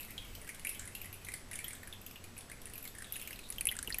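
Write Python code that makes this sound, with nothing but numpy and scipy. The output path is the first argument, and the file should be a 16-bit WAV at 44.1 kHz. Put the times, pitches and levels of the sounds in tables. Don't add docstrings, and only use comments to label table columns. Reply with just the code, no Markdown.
import sys
import numpy as np
from scipy import signal
from scipy.fft import rfft, irfft
from scipy.io import wavfile

SR = 44100
rng = np.random.default_rng(int(sys.argv[2]) if len(sys.argv) > 2 else 0)


def inscribe(sig):
    pcm = np.round(np.clip(np.atleast_2d(sig).T, -1, 1) * 32767)
    wavfile.write(sys.argv[1], SR, pcm.astype(np.int16))


N = 176400

# (time [s], plink pitch [Hz], plink level [dB], tick pitch [Hz], tick level [dB], snap level [dB])
PLUCKS = [(0.0066, 2600, -57, 11800, -45.5, -53), (0.0302, 3970, -57.5, 11570, -54, -54),
          (0.0488, 2340, -64, 11780, -52, -54), (0.1066, 2270, -62, 12600, -51.5, -55),
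          (0.179, 3310, -40, 7040, -59, -53), (0.2483, 2250, -56, 11470, -60, -64),
          (0.3515, 3050, -54, 13700, -53, -50), (0.4162, 2170, -60, 9800, -53, -59),
          (0.4462, 1900, -57, 9540, -57, -61), (0.4754, 1620, -52.5, 8520, -56, -51),
          (0.4913, 2190, -44, 9690, -46.5, -47.5), (0.5469, 2990, -70, 8750, -60, -49),
          (0.5957, 2950, -59, 10230, -55, -51.5), (0.6492, 2230, -40, 9700, -40.5, -50),
          (0.6605, 2160, -58, 9900, -58, -65), (0.6702, 2590, -38.5, 11400, -40, -46),
          (0.693, 2220, -55, 10550, -38, -45.5), (0.7477, 2390, -67, 10890, -53, -50),
          (0.7947, 1510, -57, 7620, -44, -49.5), (0.8552, 1710, -61, 10500, -50.5, -63),
          (0.8756, 2100, -51.5, 9560, -49, -52), (0.9509, 2780, -45.5, 11500, -43.5, -46.5),
          (1.0162, 2640, -48, 12600, -46.5, -52), (1.0446, 2100, -52.5, 11300, -54, -54),
          (1.0572, 2000, -52, 10940, -51, -61), (1.1279, 2630, -61, 12500, -49, -53),
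          (1.1412, 2500, -53.5, 10600, -51, -63), (1.248, 3250, -78, 10400, -50.5, -49.5),
          (1.2673, 2120, -53, 12000, -56, -62), (1.286, 2020, -42.5, 9260, -47, -49),
          (1.319, 2360, -53, 10000, -52, -52), (1.339, 2040, -46, 10000, -42, -43.5),
          (1.5132, 1960, -47.5, 10450, -47.5, -49), (1.532, 2340, -50.5, 9000, -47.5, -50),
          (1.5385, 2100, -51, 9500, -47, -53), (1.5563, 3500, -58, 9800, -43.5, -47),
          (1.5899, 2330, -44, 10600, -48, -44.5), (1.6432, 3300, -43.5, 12900, -43, -50),
          (1.6817, 2000, -52, 9850, -43, -48), (1.7067, 2200, -49, 9720, -59, -50.5),
          (1.732, 1630, -54.5, 8300, -46.5, -61), (1.7513, 3580, -58, 12100, -56, -61),
          (1.8319, 1840, -48.5, 12090, -59, -54.5), (1.8738, 1690, -53.5, 10350, -51, -53),
          (1.9261, 3450, -45.5, 12310, -61, -58), (1.936, 2600, -56, 11400, -56.5, -65),
          (2.0152, 2580, -61, 12100, -55, -58), (2.064, 2800, -53.5, 12000, -47.5, -50),
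          (2.111, 3020, -64, 12170, -56, -53), (2.1578, 2840, -49, 13220, -58, -59),
          (2.241, 2420, -54, 10910, -63, -50), (2.3665, 2530, -53.5, 13300, -57, -64),
          (2.3788, 2780, -69, 10100, -51, -51), (2.3875, 2600, -61, 9600, -51.5, -56),
          (2.408, 3420, -59.5, 9150, -59, -50), (2.4982, 1700, -52.5, 8500, -55.5, -55),
          (2.5161, 2210, -48, 10200, -49.5, -57), (2.6172, 3230, -60.5, 11240, -55, -54.5),
          (2.6562, 2750, -57, 9750, -47, -55), (2.6702, 1890, -58, 9680, -68, -53),
          (2.6985, 1870, -63, 10000, -62, -53), (2.736, 2680, -54, 11000, -49.5, -52.5),
          (2.7559, 2600, -52, 12590, -48, -58), (2.7793, 3020, -64, 11480, -45.5, -51),
          (2.8271, 2550, -58, 12200, -48, -61), (2.8415, 2600, -65, 13600, -49, -54),
          (2.8528, 2110, -51, 11220, -52, -47.5), (2.8759, 3640, -54.5, 12000, -49, -49),
          (2.9506, 1800, -52.5, 9300, -54, -56), (2.9848, 1760, -53, 10100, -48.5, -52),
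          (3.0046, 1720, -51, 10010, -57, -61), (3.022, 1700, -48.5, 9210, -50, -49.5),
          (3.044, 3600, -51.5, 8960, -55, -55), (3.1232, 2700, -53, 11620, -38, -53),
          (3.1388, 3540, -51.5, 14000, -62, -54), (3.1571, 2740, -46, 11340, -48, -50),
          (3.1648, 2070, -52, 10000, -43.5, -52), (3.1969, 2470, -54, 12680, -56, -49),
          (3.2147, 2630, -50, 10300, -46.5, -52), (3.2231, 2740, -50, 13800, -49, -56),
          (3.2747, 2370, -48, 13140, -47.5, -45.5), (3.3076, 1940, -49, 10900, -49, -52),
          (3.3296, 2740, -47, 13810, -51, -52), (3.3592, 4100, -55, 12800, -60, -60),
          (3.3907, 2550, -50, 9710, -64, -49), (3.4892, 4370, -60, 10770, -56, -57),
          (3.503, 2110, -54, 10430, -39, -52), (3.5246, 2000, -58, 8500, -63, -44.5),
          (3.5607, 2620, -66, 9490, -58, -59), (3.5831, 3040, -40, 12200, -46, -54),
          (3.6097, 2420, -42, 10060, -34, -43.5), (3.6544, 2250, -47, 10200, -33, -53),
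          (3.6703, 2570, -36, 10500, -29, -47), (3.6883, 3060, -31, 13000, -41, -52),
          (3.7144, 1880, -45, 11370, -41.5, -47.5), (3.7225, 2060, -41.5, 10600, -44, -54),
          (3.7534, 1470, -54, 8940, -53, -58), (3.7666, 1700, -50.5, 8750, -43.5, -51),
          (3.7896, 1550, -45.5, 7900, -41, -42), (3.8278, 1690, -50, 9550, -39.5, -47.5),
          (3.8462, 1870, -56, 11840, -62, -52), (3.8747, 2870, -39.5, 11600, -45.5, -51),
          (3.8966, 2220, -61, 10100, -54, -48), (3.9034, 1840, -41, 10100, -45, -49),
          (3.9246, 4370, -38, 9860, -67, -59), (3.9442, 2450, -39.5, 10600, -40, -41.5),
          (3.9852, 1870, -47, 12600, -36, -45.5)]
# (frequency [Hz], relative level [dB])
SNAP_SPECTRUM = [(300, -26), (1200, -11), (2500, 5.5), (4000, 4), (6000, 2), (10000, 7.5), (14000, 0),
                 (16000, -14)]
# (time [s], effort [dB], pitch [Hz])
BRUSH_STROKES = [(0, 7.5, 2380), (.3, -2, 2390), (.6, 0, 2020), (.72, 9.5, 2380), (.84, 3.5, 1660),
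                 (1.02, 0.5, 3030), (1.3, -1.5, 2000), (1.45, -8, 2030), (1.58, 7, 2200), (1.75, 0, 1860),
                 (1.95, -26, 2650), (2.3, -8, 2450), (2.6, -8, 1860), (2.85, -6, 2600), (2.98, -2, 1780),
                 (3.06, 5, 3380), (3.25, 2, 2640), (3.48, 1.5, 3930), (3.62, -14, 2800), (4, 2, 1870)]
# (time [s], level [dB])
STEM_BUMPS = [(0.38, -51.5), (3.879, -46.5)]
# (pitch [Hz], relative level [dB], time to fade by 60 dB [s])
STEM_TONES = [(162, -13, .12), (243, -6, .07), (370, -5, 0.028), (427, -2, 0.035), (590, -4, 0.038),
              (855, -4, 0.017), (1330, -3, 0.0054)]
# (time [s], gain of the direct sound over the room [dB])
CLOSENESS = [(0, 6), (3.3, 7.5), (3.55, 16), (4, 16.5)]
# (frequency [Hz], relative level [dB])
ROOM_NOISE_SPECTRUM = [(12, 7), (22, -2), (40, 2), (58, -4), (85, -2.5), (120, -3.5), (160, -8.5),
                       (215, -5.5), (290, -9.5), (450, -12.5), (900, -17), (1400, -17.5), (2600, -22),
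                       (5800, -25), (10000, -29), (13300, -29), (14200, -61), (15000, -87)]
# (frequency [Hz], relative level [dB])
RUMBLE_SPECTRUM = [(10, -15), (25, 2.5), (42, -3.5), (60, -6), (150, -34)]
# (time [s], level [dB])
RUMBLE_SWELLS = [(0, -60.5), (.4, -54), (.6, -74), (1.5, -73), (1.75, -57), (2.1, -73), (2.4, -71),
                 (3.4, -63.5), (3.58, -51.5), (3.75, -60), (3.92, -48), (4, -54)]
# (time [s], level [dB])
HUM_SWELLS = [(0, -62.5), (.8, -65), (1.0, -60), (2.2, -62), (2.4, -78)]

RING_SAMPLES, RISE_S = 2048, 0.00085
PLINK_CYCLES, PLINK_DELAY_S = 25, 0.00036
TWIN_RATIO, TWIN_DB = 1.157, -7.5
TICK_TRIM_DB, SNAP_TRIM_DB = 1.5, -0.5
GRAZES_PER_S, GRAZE_DB, GRAZE_SPREAD_DB = 45, -61.5, 3
SCATTER_DB, SCATTER_DELAY_S, ROOM_DELAY_S = 3.5, 0.0008, 0.006
LEVEL_S = 0.0076


def plucked_thorns():
    out = np.zeros(N)
    for s, plink_hz, plink_db, tick_hz, tick_db, snap_db in PLUCKS:
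        plink, tick, snap = thorn(plink_hz, tick_hz)
        add(out, s + PLINK_DELAY_S, amp(plink_db) * in_room(plink, s, room_db=2.5))
        add(out, s, amp(tick_db + TICK_TRIM_DB) * in_room(tick, s, room_db=1.5))
        add(out, s, amp(snap_db + SNAP_TRIM_DB) * in_room(snap, s, room_db=3.5))
    return out


def thorn(plink_hz, tick_hz):
    t = np.arange(RING_SAMPLES) / SR
    snap = noise(SNAP_SPECTRUM, len(t)) * fade(t, fade_s=0.0069)
    twin_hz = plink_hz * TWIN_RATIO ** rng.uniform(-0.87, 1)
    fade_s = PLINK_CYCLES / plink_hz
    plink = ring(t, plink_hz, fade_s) + amp(TWIN_DB) * ring(t, twin_hz, fade_s)
    tick = ring(t, tick_hz, fade_s=0.0016, rise_s=0.00026)
    return unit_energy(plink), unit_energy(tick), unit_energy(snap)


def grazed_thorns():
    direct = np.zeros(N)
    times, effort_db, pitch_hz = np.transpose(BRUSH_STROKES)
    for k, (time_shift, strength, pitch_shift) in enumerate(rng.standard_normal((240, 3))):
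        s = (k + time_shift) / GRAZES_PER_S
        plink_hz = np.interp(s, times, pitch_hz) * np.exp(0.1245 * pitch_shift)
        plink, tick, snap = thorn(plink_hz, tick_hz=min(4.55 * plink_hz, SR / 2.2))
        gain = amp(GRAZE_DB + np.interp(s, times, effort_db) + GRAZE_SPREAD_DB * strength)
        add(direct, s, gain * (plink + amp(-3) * tick + amp(-4) * snap))
    echo = signal.fftconvolve(direct, unit_energy(room_echo()))[:N]
    return (amp(-5) * direct + echo) * np.sqrt(LEVEL_S * SR)


def stem_knocks():
    out = np.zeros(N)
    t = np.arange(RING_SAMPLES) / SR
    knock = sum(amp(db) * ring(t, hz, fade_s) for hz, db, fade_s in STEM_TONES)
    for s, db in STEM_BUMPS:
        add(out, s, amp(db) * in_room(knock, s, room_db=2.5))
    return out


def in_room(sound, s, room_db):
    t = np.arange(len(sound)) / SR
    close_db = curve(CLOSENESS, s)
    bounces = rng.standard_normal(len(sound))
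    bounces *= np.abs(bounces)
    scatter = signal.fftconvolve(sound, bounces * fade(t, fade_s=0.028))
    scatter_db = SCATTER_DB - 0.41 * close_db
    out = np.zeros(SR // 2)
    add(out, 0, unit_energy(sound))
    add(out, SCATTER_DELAY_S, amp(scatter_db) * unit_energy(scatter))
    out = unit_energy(out)
    echo = signal.fftconvolve(sound, room_echo())
    add(out, ROOM_DELAY_S, amp(room_db - close_db) * unit_energy(echo))
    return out * np.sqrt(LEVEL_S * SR)


def room_echo(split_hz=5100):
    t = np.arange(16384) / SR
    hz = np.fft.rfftfreq(len(t), 1 / SR)
    white = rng.standard_normal(len(t))
    low = irfft(rfft(white) / (1 + (hz / split_hz) ** 2))
    high = white - low
    return low * fade(t, fade_s=0.43) + high * fade(t, fade_s=0.24)


def background():
    t = np.arange(N) / SR
    room_noise = amp(-53) * noise(ROOM_NOISE_SPECTRUM, N)
    rumble = amp(curve(RUMBLE_SWELLS, t)) * noise(RUMBLE_SPECTRUM, N)
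    hum = amp(curve(HUM_SWELLS, t)) * narrow_noise(centre_hz=92.8, width_hz=3)
    return room_noise + rumble + hum


def electrical_whine(pitch_hz=7840, flutter_hz=15):
    hz = pitch_hz + flutter_hz * narrow_noise(centre_hz=0, width_hz=22)
    return amp(-72) * unit_rms(np.sin(2 * np.pi * np.cumsum(hz) / SR))


def ring(t, hz, fade_s, rise_s=RISE_S):
    return np.sin(2 * np.pi * hz * t) * fade(t, fade_s) * (1 - np.exp(-t / rise_s))


def fade(t, fade_s):
    return amp(-60 * t / fade_s)


def noise(spectrum, size):
    table_hz, table_db = np.transpose(spectrum)
    hz = np.fft.rfftfreq(size, 1 / SR)
    db = np.interp(np.log(hz + 1), np.log(table_hz + 1), table_db)
    return unit_rms(irfft(rfft(rng.standard_normal(size)) * amp(db), size))


def narrow_noise(centre_hz, width_hz):
    hz = np.fft.rfftfreq(N, 1 / SR)
    band = np.exp(-((hz - centre_hz) / width_hz) ** 2)
    return unit_rms(irfft(rfft(rng.standard_normal(N)) * band, N))


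def amp(db):
    return 10 ** (np.asarray(db) / 20)


def unit_rms(x):
    return x / np.sqrt(np.mean(x ** 2) + 1e-20)


def unit_energy(x):
    return x / np.sqrt(np.sum(x ** 2) + 1e-20)


def curve(points, s):
    return np.interp(s, *np.transpose(points))


def add(track, s, sound):
    part = track[max(round(s * SR), 0):][:len(sound)]
    part += sound[:len(part)]


def scene():
    mono = background() + electrical_whine() + plucked_thorns() + stem_knocks() + grazed_thorns()
    return np.array([mono, mono])


def record(dry):
    low_pass = signal.ellip(10, 0.2, 80, 15100, fs=SR, output="sos")
    return signal.sosfilt(low_pass, dry)


dry = scene()
out = record(dry)
inscribe(out)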